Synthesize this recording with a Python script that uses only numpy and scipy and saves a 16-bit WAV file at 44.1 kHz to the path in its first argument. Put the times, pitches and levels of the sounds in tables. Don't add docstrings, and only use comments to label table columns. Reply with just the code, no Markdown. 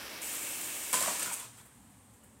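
import sys
import numpy as np
from scipy import signal
from scipy.fft import rfft, irfft
from scipy.io import wavfile
from scipy.ndimage import uniform_filter1d

SR = 44100
rng = np.random.default_rng(int(sys.argv[2]) if len(sys.argv) > 2 else 0)


def generate_wav(signal):
    frames = np.transpose(np.atleast_2d(signal))
    scaled = np.clip(frames, -1, 1) * 32767
    pcm = np.round(scaled).astype(np.int16)
    wavfile.write(sys.argv[1], SR, pcm)


def invert_db(level):
    return 10 ** (np.asarray(level, dtype=float) / 20)


N = 105840

# frequency in Hz, density in dB per Hz.
HUM_COLOUR = [(30, -16), (60, 1), (97, 2.5), (290, -2.5), (420, -12.5), (650, -8.5), (1400, -20.5),
              (3000, -36)]
HUM_DB, HUM_FLICKER_DB = -59.5, 1.0
# frequency in Hz, density in dB per Hz.
HISS_COLOUR = [(1000, 1), (3000, -4.5), (5000, -9.5), (6500, -7), (8500, -1), (10500, -5), (15500, -17)]
HISS_DB, HISS_FADE_DB_PER_S = -64.5, -5

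# start in seconds, level in dB, length in seconds.
SETTLE_EVENTS = [
    (1.571, -56.5, 0.022),
    (1.621, -65, 0.013),
    (1.65, -58.5, .018),
    (1.745, -67, .015),
    (1.9, -61, .01),
    (2.13, -66, 0.023),
    (2.232, -58, 0.013),
    (2.268, -79, 0.0097),
]
# frequency in Hz, density in dB per Hz.
SETTLE_COLOUR = [(500, 5), (2000, 1.5), (4500, -16), (8500, 3.5), (11000, -1), (15500, -6)]

# time in seconds, level in dB.
SCRAPE_LEVEL = [
    (.928, -72),
    (.935, -31),
    (1.0, -36.5),
    (1.1, -36.5),
    (1.17, -42.5),
    (1.24, -37),
    (1.31, -47),
    (1.42, -49),
    (1.52, -63.5),
    (1.62, -59),
]
# frequency in Hz, density in dB per Hz.
SCRAPE_COLOUR = [(120, -40.5), (200, -11), (702, -5.5), (783, -14.5), (992, -0.5), (1280, -6), (5390, -8.5),
                 (8350, -5), (15500, -23)]
RATTLE_PER_S, RATTLE_SPREAD_DB = 5000, 4.5

# start in seconds, peak in dB, length in seconds.
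CRACK_EVENTS = [(0.9284, -14, 0.0061), (0.9404, -13.5, 0.004), (0.951, -21, 0.0076), (0.977, -23, 0.0033),
                (1.005, -19, 0.0054), (1.025, -18, .005), (1.036, -25, 0.0036), (1.105, -35, .004),
                (1.194, -22.5, 0.0057), (1.206, -24, 0.0033), (1.215, -46, 0.0055), (1.228, -19, 0.0037),
                (1.248, -24, 0.002), (1.3224, -23.5, 0.0046), (1.331, -20, .004), (1.339, -24, 0.0049),
                (1.397, -29.5, .006)]
# frequency in Hz, density in dB per Hz.
CRACK_COLOUR = [(200, -63), (500, -11), (1200, -15), (2500, -7.5), (4000, -18.5), (6500, -5.5), (9200, 1),
                (15500, -16)]
CRACK_DB = -8.5

# start in seconds, peak in dB, shell pitch in Hz, second pitch in Hz.
KNOCK_EVENTS = [(0.9308, -31.5, 1020, 570), (.939, -26, 1028, 1527), (.946, -32.5, 1587, 560),
                (.978, -43, 930, 2400), (1.009, -33, 980, 644), (1.013, -33.5, 530, 1028),
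                (1.035, -31, 1080, 1530), (1.060, -32.5, 1100, 820), (1.075, -30.5, 640, 705),
                (1.082, -29.5, 970, 1136), (1.11, -36.5, 868, 2800), (1.144, -37.5, 972, 720),
                (1.218, -37.5, 1740, 2680), (1.259, -38, 1470, 990), (1.275, -37, 1427, 1000),
                (1.298, -38.5, 2540, 1010), (1.313, -37.5, 930, 858), (1.395, -45.5, 3464, 2390),
                (1.41, -53, 3440, 2460), (1.441, -49, 3350, 2470), (1.58, -57.5, 3220, 1510),
                (1.599, -58, 3400, 2410), (2.229, -64, 2920, 1410)]
# frequency in Hz, gain in dB.
CLACK_COLOUR = [(150, -46), (450, -1), (700, 6), (1500, 9), (2500, 13), (5000, -24), (9000, -30)]
SHELL_T60_S, CHATTER_S = 0.041, 0.0016
SECOND_PITCH_DB, CLACK_DB = -4, 0
THUD_HZ, THUD_DB, THUD_T60_S = 198, -16, 0.048

# time in seconds, level in dB.
ROLL_LEVEL = [
    (0, -38.5),
    (.2, -38.5),
    (.45, -39),
    (.7, -39),
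    (.92, -40),
    (1.0, -37.5),
    (1.3, -42.5),
    (1.45, -55),
    (1.56, -94),
]
# frequency in Hz, density in dB per Hz.
ROLL_COLOUR = [(150, -15.5), (300, 1), (430, -2.5), (1500, -7), (2600, 1), (4500, -5.5), (8300, 0.5),
               (15500, -8.5)]
# frequency in Hz, width in Hz, level in dB.
BODY_MODES = [(340, 135, 8), (600, 20, -26), (640, 57, 0.5), (1240, 39, -35), (1282, 23, 1),
              (1870, 270, 8.5), (2320, 58, -46), (2320, 130, 13), (2540, 57, -4), (2720, 124, 8.5),
              (3135, 750, 6.5)]
BODY_DB, TICKS_PER_S, TICK_SPREAD_DB = -12.5, 9000, 1
WHEEL_HZ, WHEEL_DB = 7.1, 0

ROOM_LOW_T60_S, ROOM_TOP_T60_S, ROOM_DB, ROOM_GAP_S = .45, .4, -6, .005

# frequency in Hz, gain in dB.
CLOSED_COLOUR = [(1500, 0), (2700, -3.5), (4500, -0.5), (5700, 0.5), (6400, -11.5), (8400, -16),
                 (11000, -8.5), (15000, -10.5)]
OPENS_S = 0.215
# frequency in Hz, gain in dB.
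PORT_COLOUR = [(5600, -1), (6600, 0.5), (7600, 3), (9400, 3), (10200, -1.5), (12000, 2.5)]
# centre in seconds, low edge in Hz, high edge in Hz, level in dB.
SPLIT_EVENTS = [
    (.27, 10600, 12900, -52),
    (.432, 6900, 8400, -48),
    (.432, 8900, 10200, -51),
    (.432, 12400, 13800, -56),
    (0.619, 7760, 8700, -47),
    (.618, 10200, 11700, -56),
    (.618, 14500, 15700, -60),
]
SPLIT_S = .046


def level(x, db):
    return x * invert_db(db) / np.sqrt(np.mean(x ** 2) + 1e-30)


def curve(rows):
    time_s, db = np.array(rows).T
    return invert_db(np.interp(np.arange(N) / SR, time_s, db, right=-140))


def colour(x, points):
    hz, db = np.array(points, float).T
    log_hz = np.log(np.arange(2049) * SR / 4096 + 1)
    cepstrum = irfft(np.interp(log_hz, np.log(hz), db) * np.log(10) / 20)
    cepstrum[1:2048] *= 2
    cepstrum[2049:] = 0
    impulse = irfft(np.exp(rfft(cepstrum)))
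    return signal.fftconvolve(x, impulse)[:len(x)]


def ring(x, hz, t60_s):
    radius = np.exp(-np.log(1000) / (max(t60_s, .002) * SR))
    w = 2 * np.pi * hz / SR
    return signal.lfilter([np.sin(w)], [1, -2 * radius * np.cos(w), radius * radius], x)


def walk(rate_hz):
    hold = int(SR / rate_hz)
    steps = np.repeat(rng.standard_normal(N // hold + 1), hold)
    w = uniform_filter1d(uniform_filter1d(steps, hold), hold)[:N]
    return w / w.std()


def ticks(per_s, spread_db):
    chance, sign, draw = rng.random((3, N))
    size = np.minimum(-np.log(draw + 1e-9), 3.5)
    return (chance < per_s / SR) * np.sign(sign - .5) * invert_db(spread_db * size)


def burst(start_s, length_s, attack_s):
    t = np.maximum(np.arange(N) / SR - start_s, 0)
    return (1 - np.exp(-t / attack_s)) * np.exp(-t / max(length_s, .001))


def air():
    hum = colour(rng.standard_normal(N), HUM_COLOUR + [(8000, -83)])
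    flickering = 0
    for hz in 20 * 2. ** np.arange(9):
        octave = signal.butter(2, [hz, 2 * hz], "band", fs=SR, output="sos")
        flickering = flickering + signal.sosfilt(octave, hum) * invert_db(HUM_FLICKER_DB * walk(9))
    hiss = level(colour(rng.standard_normal(N), [(300, -27)] + HISS_COLOUR), HISS_DB)
    fade = invert_db(HISS_FADE_DB_PER_S * (np.arange(N) / SR - 2))
    return level(flickering, HUM_DB) + hiss * fade


def settling():
    env = sum(invert_db(db) * burst(s, length_s, 0.0059) for s, db, length_s in SETTLE_EVENTS)
    return level(colour(ticks(5400, 4.3), SETTLE_COLOUR), 5.6) * env


def scraping():
    rattle = level(ticks(RATTLE_PER_S, RATTLE_SPREAD_DB), 0)
    rough = rattle + 0.96 * rng.standard_normal(N)
    coloured = level(colour(rough, [(50, -70)] + SCRAPE_COLOUR), 0)
    return coloured * invert_db(0.7 * walk(51.2)) * curve(SCRAPE_LEVEL)


def cracks():
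    env = sum(invert_db(db) * burst(s, length_s, .0007) for s, db, length_s in CRACK_EVENTS)
    return level(colour(rng.standard_normal(N), CRACK_COLOUR), CRACK_DB) * env


def peak_one(x):
    return x / np.abs(x).max()


def soft_ring(x, hz, t60_s):
    return peak_one(ring(ring(x, hz, t60_s), hz, .005))


def knocks():
    out = np.zeros(N)
    t = np.arange(SR // 5) / SR
    thin = signal.butter(4, 450, "high", fs=SR, output="sos")
    for start_s, db, shell_hz, second_hz in KNOCK_EVENTS:
        chatter = rng.standard_normal(len(t)) * np.exp(-t / CHATTER_S)
        shell = soft_ring(chatter, shell_hz, SHELL_T60_S)
        second = invert_db(SECOND_PITCH_DB) * soft_ring(chatter, second_hz, SHELL_T60_S)
        clack = invert_db(CLACK_DB) * peak_one(colour(chatter, CLACK_COLOUR))
        thud = invert_db(THUD_DB) * soft_ring(chatter, THUD_HZ, THUD_T60_S)
        knock = signal.sosfilt(thin, shell + second + clack) + thud
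        i = int(start_s * SR)
        out[i:i + len(knock)] += invert_db(db) * knock[:N - i]
    return out


def rolling():
    gear = ticks(TICKS_PER_S, TICK_SPREAD_DB)
    body = 0
    for hz, width_hz, db in BODY_MODES:
        mode = level(ring(gear, hz, 3.35 / width_hz), db)
        body = body + mode * invert_db(2.0 * walk(13.1))
    wheel = WHEEL_DB * np.sin(2 * np.pi * WHEEL_HZ * np.arange(N) / SR)
    throb = invert_db(wheel + 0.36 * walk(38.6))
    broad = level(colour(gear, [(50, -30)] + ROLL_COLOUR), 0)
    return level(broad + level(body, BODY_DB), 0) * throb * curve(ROLL_LEVEL)


def room(x):
    t = np.arange(SR // 2) / SR
    noise = rng.standard_normal(len(t))
    lows = signal.sosfilt(signal.butter(1, 3000, fs=SR, output="sos"), noise)
    tail = lows * invert_db(-60 * t / ROOM_LOW_T60_S) + (noise - lows) * invert_db(-60 * t / ROOM_TOP_T60_S)
    tail = tail * (t > ROOM_GAP_S)
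    return x + invert_db(ROOM_DB) * signal.fftconvolve(x, tail / np.sqrt(np.sum(tail ** 2)))[:N]


def scene():
    crash = scraping() + cracks() + knocks() + settling()
    mono = air() + room(crash) + rolling()
    return np.array([mono, mono])


def splits():
    t = np.arange(N) / SR
    out = 0
    for centre_s, low_hz, high_hz, db in SPLIT_EVENTS:
        sos = signal.butter(6, [low_hz, high_hz], "band", fs=SR, output="sos")
        band = level(signal.sosfilt(sos, rng.standard_normal(N)), db)
        out = out + band * np.cos(np.pi * np.clip((t - centre_s) / SPLIT_S, -.5, .5))
    return out


def band_limit(x):
    return signal.sosfilt(signal.butter(12, 15910, fs=SR, output="sos"), x)


def record(dry):
    opened = np.clip((np.arange(N) / SR - OPENS_S) / .004, 0, 1)
    bass_cut = signal.butter(2, 55, "high", fs=SR, output="sos")
    x = colour(signal.sosfilt(bass_cut, dry[0]), PORT_COLOUR)
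    x = x * opened + colour(x, CLOSED_COLOUR) * (1 - opened)
    x = signal.sosfilt(signal.ellip(8, .2, 60, 15750, fs=SR, output="sos"), x)
    side = splits()
    return band_limit(np.array([x + side, x - side]))


dry = scene()
out = record(dry)
generate_wav(out)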